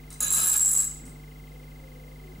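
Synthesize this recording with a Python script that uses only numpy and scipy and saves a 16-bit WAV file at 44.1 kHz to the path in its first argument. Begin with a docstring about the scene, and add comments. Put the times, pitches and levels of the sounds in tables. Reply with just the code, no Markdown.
"""Stirring pieces in a china bowl

Close to a stereo microphone, fingers stir small hard pieces in a china bowl and pick one out; each knock
rings the bowl's high modes. Then the hand settles on a floor mat and lays down a card. The room is quiet
but live: hiss, mains hum, a faint far tone to the left, and the ticking of the camera's own tape drive."""
import sys
import numpy as np
from scipy import signal
from scipy.fft import rfft, irfft
from scipy.io import wavfile
from scipy.ndimage import uniform_filter1d

SR = 44100
rng = np.random.default_rng(int(sys.argv[2]) if len(sys.argv) > 2 else 0)


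def wav_record(signal):
    """Record a signal, one row per channel, as 16-bit PCM in the file named by sys.argv[1]."""
    frames = np.transpose(np.atleast_2d(signal))
    bounded = np.clip(frames, -1, 1)
    # unit amplitude maps onto the largest positive 16-bit level
    quanta = np.round(bounded * 32767).astype(np.int16)
    wavfile.write(sys.argv[1], SR, quanta)


N = 105840
T = np.arange(N) / SR


def amp(db):
    """Decibels to gain."""
    return 10 ** (np.asarray(db) / 20)


def unit(x):
    """Scales to rms 1."""
    return x / np.sqrt(np.mean(x ** 2) + 1e-20)


def read(points, hz):
    """Reads a curve on a log-frequency axis."""
    f, value = np.transpose(points)
    return np.interp(np.log(hz + 1), np.log(f + 1), value)


def level(points):
    """Gain per sample from rows of t/s, level/dB."""
    return amp(np.interp(T, *np.transpose(points), left=-120, right=-120))


def add(mix, s, sound):
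    """Mixes a sound in at time s."""
    part = mix[max(round(s * SR), 0):][:len(sound)]
    part += sound[:len(part)]


def colour(x, points):
    """Minimum-phase filter with the given spectrum."""
    log_gain = np.log(amp(read(points, abs(np.fft.fftfreq(2 * N, 1 / SR)))))
    response = np.exp(np.conj(signal.hilbert(log_gain)))[:N + 1]
    return irfft(rfft(x, 2 * N) * response)[:N]


def noise(points):
    """Steady noise of rms 1 with the given spectrum."""
    return unit(colour(rng.standard_normal(N), points))


def bursts(rows, decay_s):
    """Envelope of sharp bursts from rows of t/s, level/dB."""
    out = np.zeros(N)
    for s, db in rows:
        add(out, s, amp(db) * np.exp(-T[:SR // 10] / decay_s))
    return out


def grains(per_s, spread_db):
    """Random tiny impacts of uneven size."""
    impacts = (rng.random(N) < per_s / SR) * rng.choice([-1, 1], N)
    return impacts * amp(spread_db * np.minimum(rng.exponential(1, N), 3))


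def cycle(first_s, period_s):
    """Time from the nearest beat of a steady cycle."""
    return (T - first_s + period_s / 2) % period_s - period_s / 2


# Room tone at the microphone: f/Hz, relative level/dB
ROOM_TONE_COLOUR = [(20, 1), (35, 3.5), (70, 5.5), (110, 0), (220, -0.5), (330, -1.5), (600, -9),
                    (850, -10.5), (1500, -16.5), (3000, -18.5), (6000, -21.5), (10000, -22.5), (13600, -25),
                    (14050, -15), (14500, -26), (16000, -16)]
def room_tone():
    """Steady low rumble and hiss of the quiet room."""
    return amp(-53) * noise(ROOM_TONE_COLOUR)


# Mains harmonics and the camera's whine: f/Hz, rms level/dB
HUM = [(50, -47.5), (100, -74), (150, -49.5), (250, -57.5), (350, -70.5), (450, -65), (750, -71),
       (15625, -68)]
def hum():
    """Steady mains hum and a thin whine, dead centre."""
    return sum(np.sqrt(2) * amp(db) * np.sin(2 * np.pi * (hz * T + rng.random())) for hz, db in HUM)


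# Tick of the tape drive: f/Hz, relative level/dB
TICK_COLOUR = [(1500, -20), (2100, -8), (2430, 0), (2620, -7), (2830, 1), (3050, -2), (3500, -18),
               (6000, -35)]
def tape_drive():
    """Right by the microphone, the turning drive makes regular chirps and softer ticks."""
    t = cycle(first_s=.0015, period_s=.04)
    chirps = amp(-51) * np.exp(-(t / .003) ** 2 / 2) * np.sin(2 * np.pi * 2075 * t)
    t = cycle(first_s=.036, period_s=.0799)
    ticks = amp(-59) * np.exp(-(t / .0022) ** 2 / 2) * noise(TICK_COLOUR)
    return chirps + ticks


# Glide of the far tone: t/s, f/Hz, level/dB
FAR_TONE = [(1.4, 373.3, -83), (1.53, 480, -58), (1.73, 538, -63.5), (1.95, 513, -54), (2.151, 505, -63),
            (2.22, 391, -58), (2.321, 367, -54.5), (2.39, 350, -76)]
def far_tone(width_hz=36, right_db=-6.5):
    """A faint hollow tone far off to the left: a narrow, gliding band of noise."""
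    s, hz, db = np.transpose(FAR_TONE)
    lowpass = signal.butter(2, width_hz / 2, fs=SR, output="sos")
    fuzz = unit(signal.sosfilt(lowpass, rng.standard_normal((2, N))))
    phase = 2 * np.pi * np.cumsum(np.interp(T, s, hz)) / SR
    tone = fuzz[0] * np.cos(phase) + fuzz[1] * np.sin(phase)
    return level(list(zip(s, db))) * tone * amp([[0], [right_db]])


# Decay of the room: f/Hz, T60/s
ROOM_T60 = [(200, 0.25), (1500, 0.39), (7500, 0.46), (11000, 0.29), (15000, 0.247)]
def echoes(x, gain_db=-4, onset_s=.0055):
    """The room returns a diffuse tail that dies soonest in the bass and the top treble."""
    reflections = rng.standard_normal(SR // 2) * (rng.random(SR // 2) < .1)
    hz, t, spectrum = signal.stft(reflections, SR, nperseg=256)
    decay = np.exp(-np.log(1000) * t / read(ROOM_T60, hz)[:, None])
    tail = signal.istft(spectrum * decay, SR, nperseg=256)[1]
    tail *= np.minimum(T[:len(tail)] / onset_s, 1) ** 2
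    return amp(gain_db) * signal.fftconvolve(x, tail / np.linalg.norm(tail))[:N]


# Pats on the floor mat: t/s, level/dB, rise time/s
PATS = [(0.987, -48.5, .055), (2.326, -52.5, 0.018), (2.37, -52.5, 0.017)]
# Their dull thud: f/Hz, relative level/dB
PAT_COLOUR = [(40, -27), (100, -7.5), (160, -1.5), (240, -3), (380, -18.5), (800, -27.5), (2000, -36),
              (8000, -50)]
def pats():
    """Near the microphone, hand and card land softly on the mat."""
    push = np.zeros(N)
    for s, db, rise_s in PATS:
        add(push, s, amp(db) * T / rise_s * np.exp(1 - T / rise_s))
    return push * noise(PAT_COLOUR)


# Clinks of fingers and bracelet: t/s, level/dB
CLINKS = [(.104, -41.5), (.127, -42), (.14, -47), (.186, -57), (.192, -54.5), (1.054, -48.5), (1.063, -49),
          (1.078, -50), (1.095, -56)]
# Click of any hard contact, here and in the bowl: f/Hz, relative level/dB
CLICK_COLOUR = [(300, -35), (1200, -10), (3000, -27.5), (5500, -9.5), (7200, -6.5), (8300, 2), (9700, -4),
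                (11500, -14.5), (14000, -18), (14700, -32), (16000, -38)]
def clinks():
    """Fingers and bracelet clink lightly, close up, in short bright bursts."""
    return bursts(CLINKS, decay_s=.0074) * noise(CLICK_COLOUR)


def tuning(s, rise, start_s=.36, glide_s=.35):
    """Pitch factor at time s: some modes rise as the load on the bowl eases."""
    return 1 + rise * np.clip((s - start_s) / glide_s, 0, 1)


# Pieces jostling between the knocks: t/s, level/dB
JOSTLE = [(.19, -89), (0.221, -48), (0.249, -48), (.298, -54), (.325, -38), (.44, -38.5), (0.551, -43),
          (.6, -43), (.8, -41), (.85, -49.5), (.93, -55), (1.0, -70)]
# Pieces scraping over the bowl's bottom: t/s, level/dB
SCRAPE = [(.1, -89), (0.109, -57), (.2, -82), (.208, -45), (.25, -45), (.3, -48), (.35, -43), (.47, -41.5),
          (.5, -50), (.56, -43), (.6, -60), (.8, -58), (.9, -70), (1.0, -71)]
# The dull scrape: f/Hz, relative level/dB
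SCRAPE_COLOUR = [(100, -4), (160, -1), (260, 2), (550, -11), (950, -14), (1280, 0), (1650, -3), (1900, -8),
                 (2700, 2), (3200, -5), (4000, -1), (5500, -3), (7000, -8), (13500, -16), (15000, -38)]
# Modes of the bowl: f/Hz, T60/s, knocked gain/dB, jostled gain/dB, scraped gain/dB, pitch rise/fraction
BOWL_MODES = [(6798, 0.057, -2, -22, -4, .002), (7614, 0.033, 2, 1, -20, .012),
              (10240, .035, 1.5, -4, -4, .012), (13500, .045, -6, -15, 1, .002),
              (12200, .1, -21, -10, -18, 0), (15190, .1, -31, -32, -20, 0), (3953, .05, -18, -35, -3, 0),
              (1678, .1, -27, -38, -8, 0), (1279, .025, -32, -26, -5, 0.022)]
def jostle():
    """Close up, pieces tick against each other and scrape the bottom; both keep the bowl ringing."""
    ticks, scrapes = grains(per_s=1200, spread_db=4), grains(per_s=1200, spread_db=2.5)
    ticking, scraping = level(JOSTLE), level(SCRAPE)
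    out = ticking * unit(colour(ticks, CLICK_COLOUR)) + scraping * unit(colour(scrapes, SCRAPE_COLOUR))
    for hz, t60, _, jostled_db, scraped_db, rise in BOWL_MODES:
        # a resonator that follows the mode's pitch
        phasor = np.exp(2j * np.pi * np.cumsum(hz * tuning(T, rise)) / SR)
        pole = np.exp(-np.log(1000) / t60 / SR)
        ring = phasor * signal.lfilter([1], [1, -pole], (ticks + scrapes) / phasor)
        out += np.hypot(amp(jostled_db) * ticking, amp(scraped_db) * scraping) * unit(ring.imag)
    return out


# Knocks on the bowl, relative levels: t/s, click/dB, first mode/dB, second mode/dB, third mode/dB
KNOCKS = [(0.2049, -24, -26, -25, -24), (0.2254, -25, -27, -35, -27), (0.2304, -25, -28, -32, -27),
          (0.2454, -28, -29, -33, -32), (0.2664, -31, -28, -36, -33), (0.2814, -28, -35, -26, -33),
          (0.3042, -23, -35, -20, -27), (0.3232, -23, -33, -24, -25), (0.3264, -23, -34, -21, -23),
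          (0.3354, -24, -36, -23, -28), (0.3454, -23, -33, -23, -26), (0.3514, -23, -30, -25, -25),
          (0.3604, -25, -31, -21, -29), (0.3684, -23, -29, -24, -29), (0.3824, -24, -30, -24, -26),
          (0.4024, -25, -34, -24, -24), (0.4154, -26, -37, -25, -31), (0.4319, -22, -35, -27, -21),
          (0.4464, -22, -36, -24, -23), (0.4584, -24, -36, -24, -19), (0.4698, -19, -39, -19, -24),
          (0.4754, -25, -35, -24, -24), (0.4854, -20, -40, -20, -26), (0.4954, -25, -42, -20, -27),
          (0.5024, -20, -38, -19, -29), (0.5164, -22, -38, -21, -25), (0.5284, -26, -39, -25, -25),
          (0.5404, -22, -42, -22, -25), (0.5624, -28, -38, -21, -29), (0.5661, -21, -39, -20, -25),
          (0.5764, -28, -39, -19, -27), (0.5814, -27, -44, -18, -30), (0.5954, -25, -44, -17, -33),
          (0.6124, -27, -45, -18, -32), (0.6244, -29, -47, -21, -31), (0.6294, -27, -42, -17, -34),
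          (0.6479, -28, -38, -18, -32), (0.6574, -30, -37, -19, -31), (0.6684, -28, -39, -19, -33),
          (0.6794, -28, -37, -21, -33), (0.6914, -26, -37, -21, -27), (0.7144, -28, -37, -21, -23),
          (0.7354, -25, -33, -19, -26), (0.7514, -25, -33, -18, -34), (0.7634, -30, -39, -21, -30),
          (0.7754, -27, -39, -19, -29), (0.7824, -27, -39, -23, -29), (0.7914, -27, -39, -24, -35),
          (0.8024, -29, -38, -22, -34), (0.8104, -29, -36, -25, -33), (0.8314, -33, -39, -27, -35),
          (0.8444, -33, -39, -31, -35)]
def knocks(ring_db=5, click_db=-3, contact_s=.00056, detune=.0021, scatter_db=1):
    """Each close knock is a click and a short ring; where it lands sets the strength of each mode."""
    rings, t = np.zeros(N), T[:SR // 5]
    attack = np.sin(np.pi / 2 * np.minimum(t / contact_s, 1)) ** 2
    for s, _, *mode_db in KNOCKS:
        for k, (hz, t60, knocked_db, _, _, rise) in enumerate(BOWL_MODES):
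            pitch_draw, level_draw, phase = rng.standard_normal(3)
            # beyond the first three, low modes follow the first and high ones the third
            leader_db = mode_db[0] if hz < 7200 else mode_db[2]
            strength_db = mode_db[k] if k < 3 else leader_db + scatter_db * level_draw
            pitch_hz = hz * tuning(s, rise) * (1 + detune * pitch_draw)
            envelope = amp(knocked_db + strength_db + ring_db) * attack * np.exp(-np.log(1000) * t / t60)
            add(rings, s, envelope * np.sin(2 * np.pi * (pitch_hz * t + phase)))
    clicks = bursts([row[:2] for row in KNOCKS], decay_s=.0012) * noise(CLICK_COLOUR)
    return rings + amp(click_db) * clicks


# Spread of the echoes, side against mid: f/Hz, gain/dB
ECHO_SIDE = [(100, -24), (380, -3), (700, 6), (1300, 9.5), (2400, 6), (4400, -1.5), (8000, -7),
             (11000, -10), (15000, -19)]
# Spread of the room tone, side against mid: f/Hz, gain/dB
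ROOM_TONE_SIDE = [(60, -41.5), (150, -24), (290, -9.5), (640, -0.5), (1400, 3.5), (3100, 0.5), (6800, -10),
                  (10000, -21), (15000, -37)]
def scene():
    """Bowl and hand are close and central; echoes and room tone spread to the sides."""
    near = knocks() + jostle() + pats() + clinks()
    mid = near + echoes(near) + room_tone() + hum() + tape_drive()
    side = colour(echoes(near), ECHO_SIDE) + colour(room_tone(), ROOM_TONE_SIDE)
    return np.array([mid + side, mid - side]) + far_tone()


# Balance of the microphone pair: f/Hz, left minus right/dB
LEFT_LEAN = [(180, 0), (380, 2), (700, 4), (1300, 3), (2400, 1.3), (4400, -0.5)]
def record(dry, limit_db=-12.5, recover_db_per_s=348.5, attack_s=.00052, cutoff_hz=15800):
    """The left microphone is fuller in the mids; a quick limiter ducks peaks; a low-pass follows."""
    lean_db = read(LEFT_LEAN, np.fft.rfftfreq(N, 1 / SR))
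    x = irfft(rfft(dry) * amp([lean_db / 2, -lean_db / 2]), N)
    peak_db = 20 * np.log10(abs(x).max(0) + 1e-9)
    fall_db = recover_db_per_s * T
    held_db = np.maximum.accumulate(peak_db + fall_db) - fall_db
    duck_db = uniform_filter1d(np.maximum(held_db - limit_db, 0), round(attack_s * SR))
    lowpass = signal.firwin(511, cutoff_hz, window=("kaiser", 9), fs=SR)
    return signal.oaconvolve(x * amp(-duck_db), lowpass[None], "same")


dry = scene()
out = record(dry)
wav_record(out)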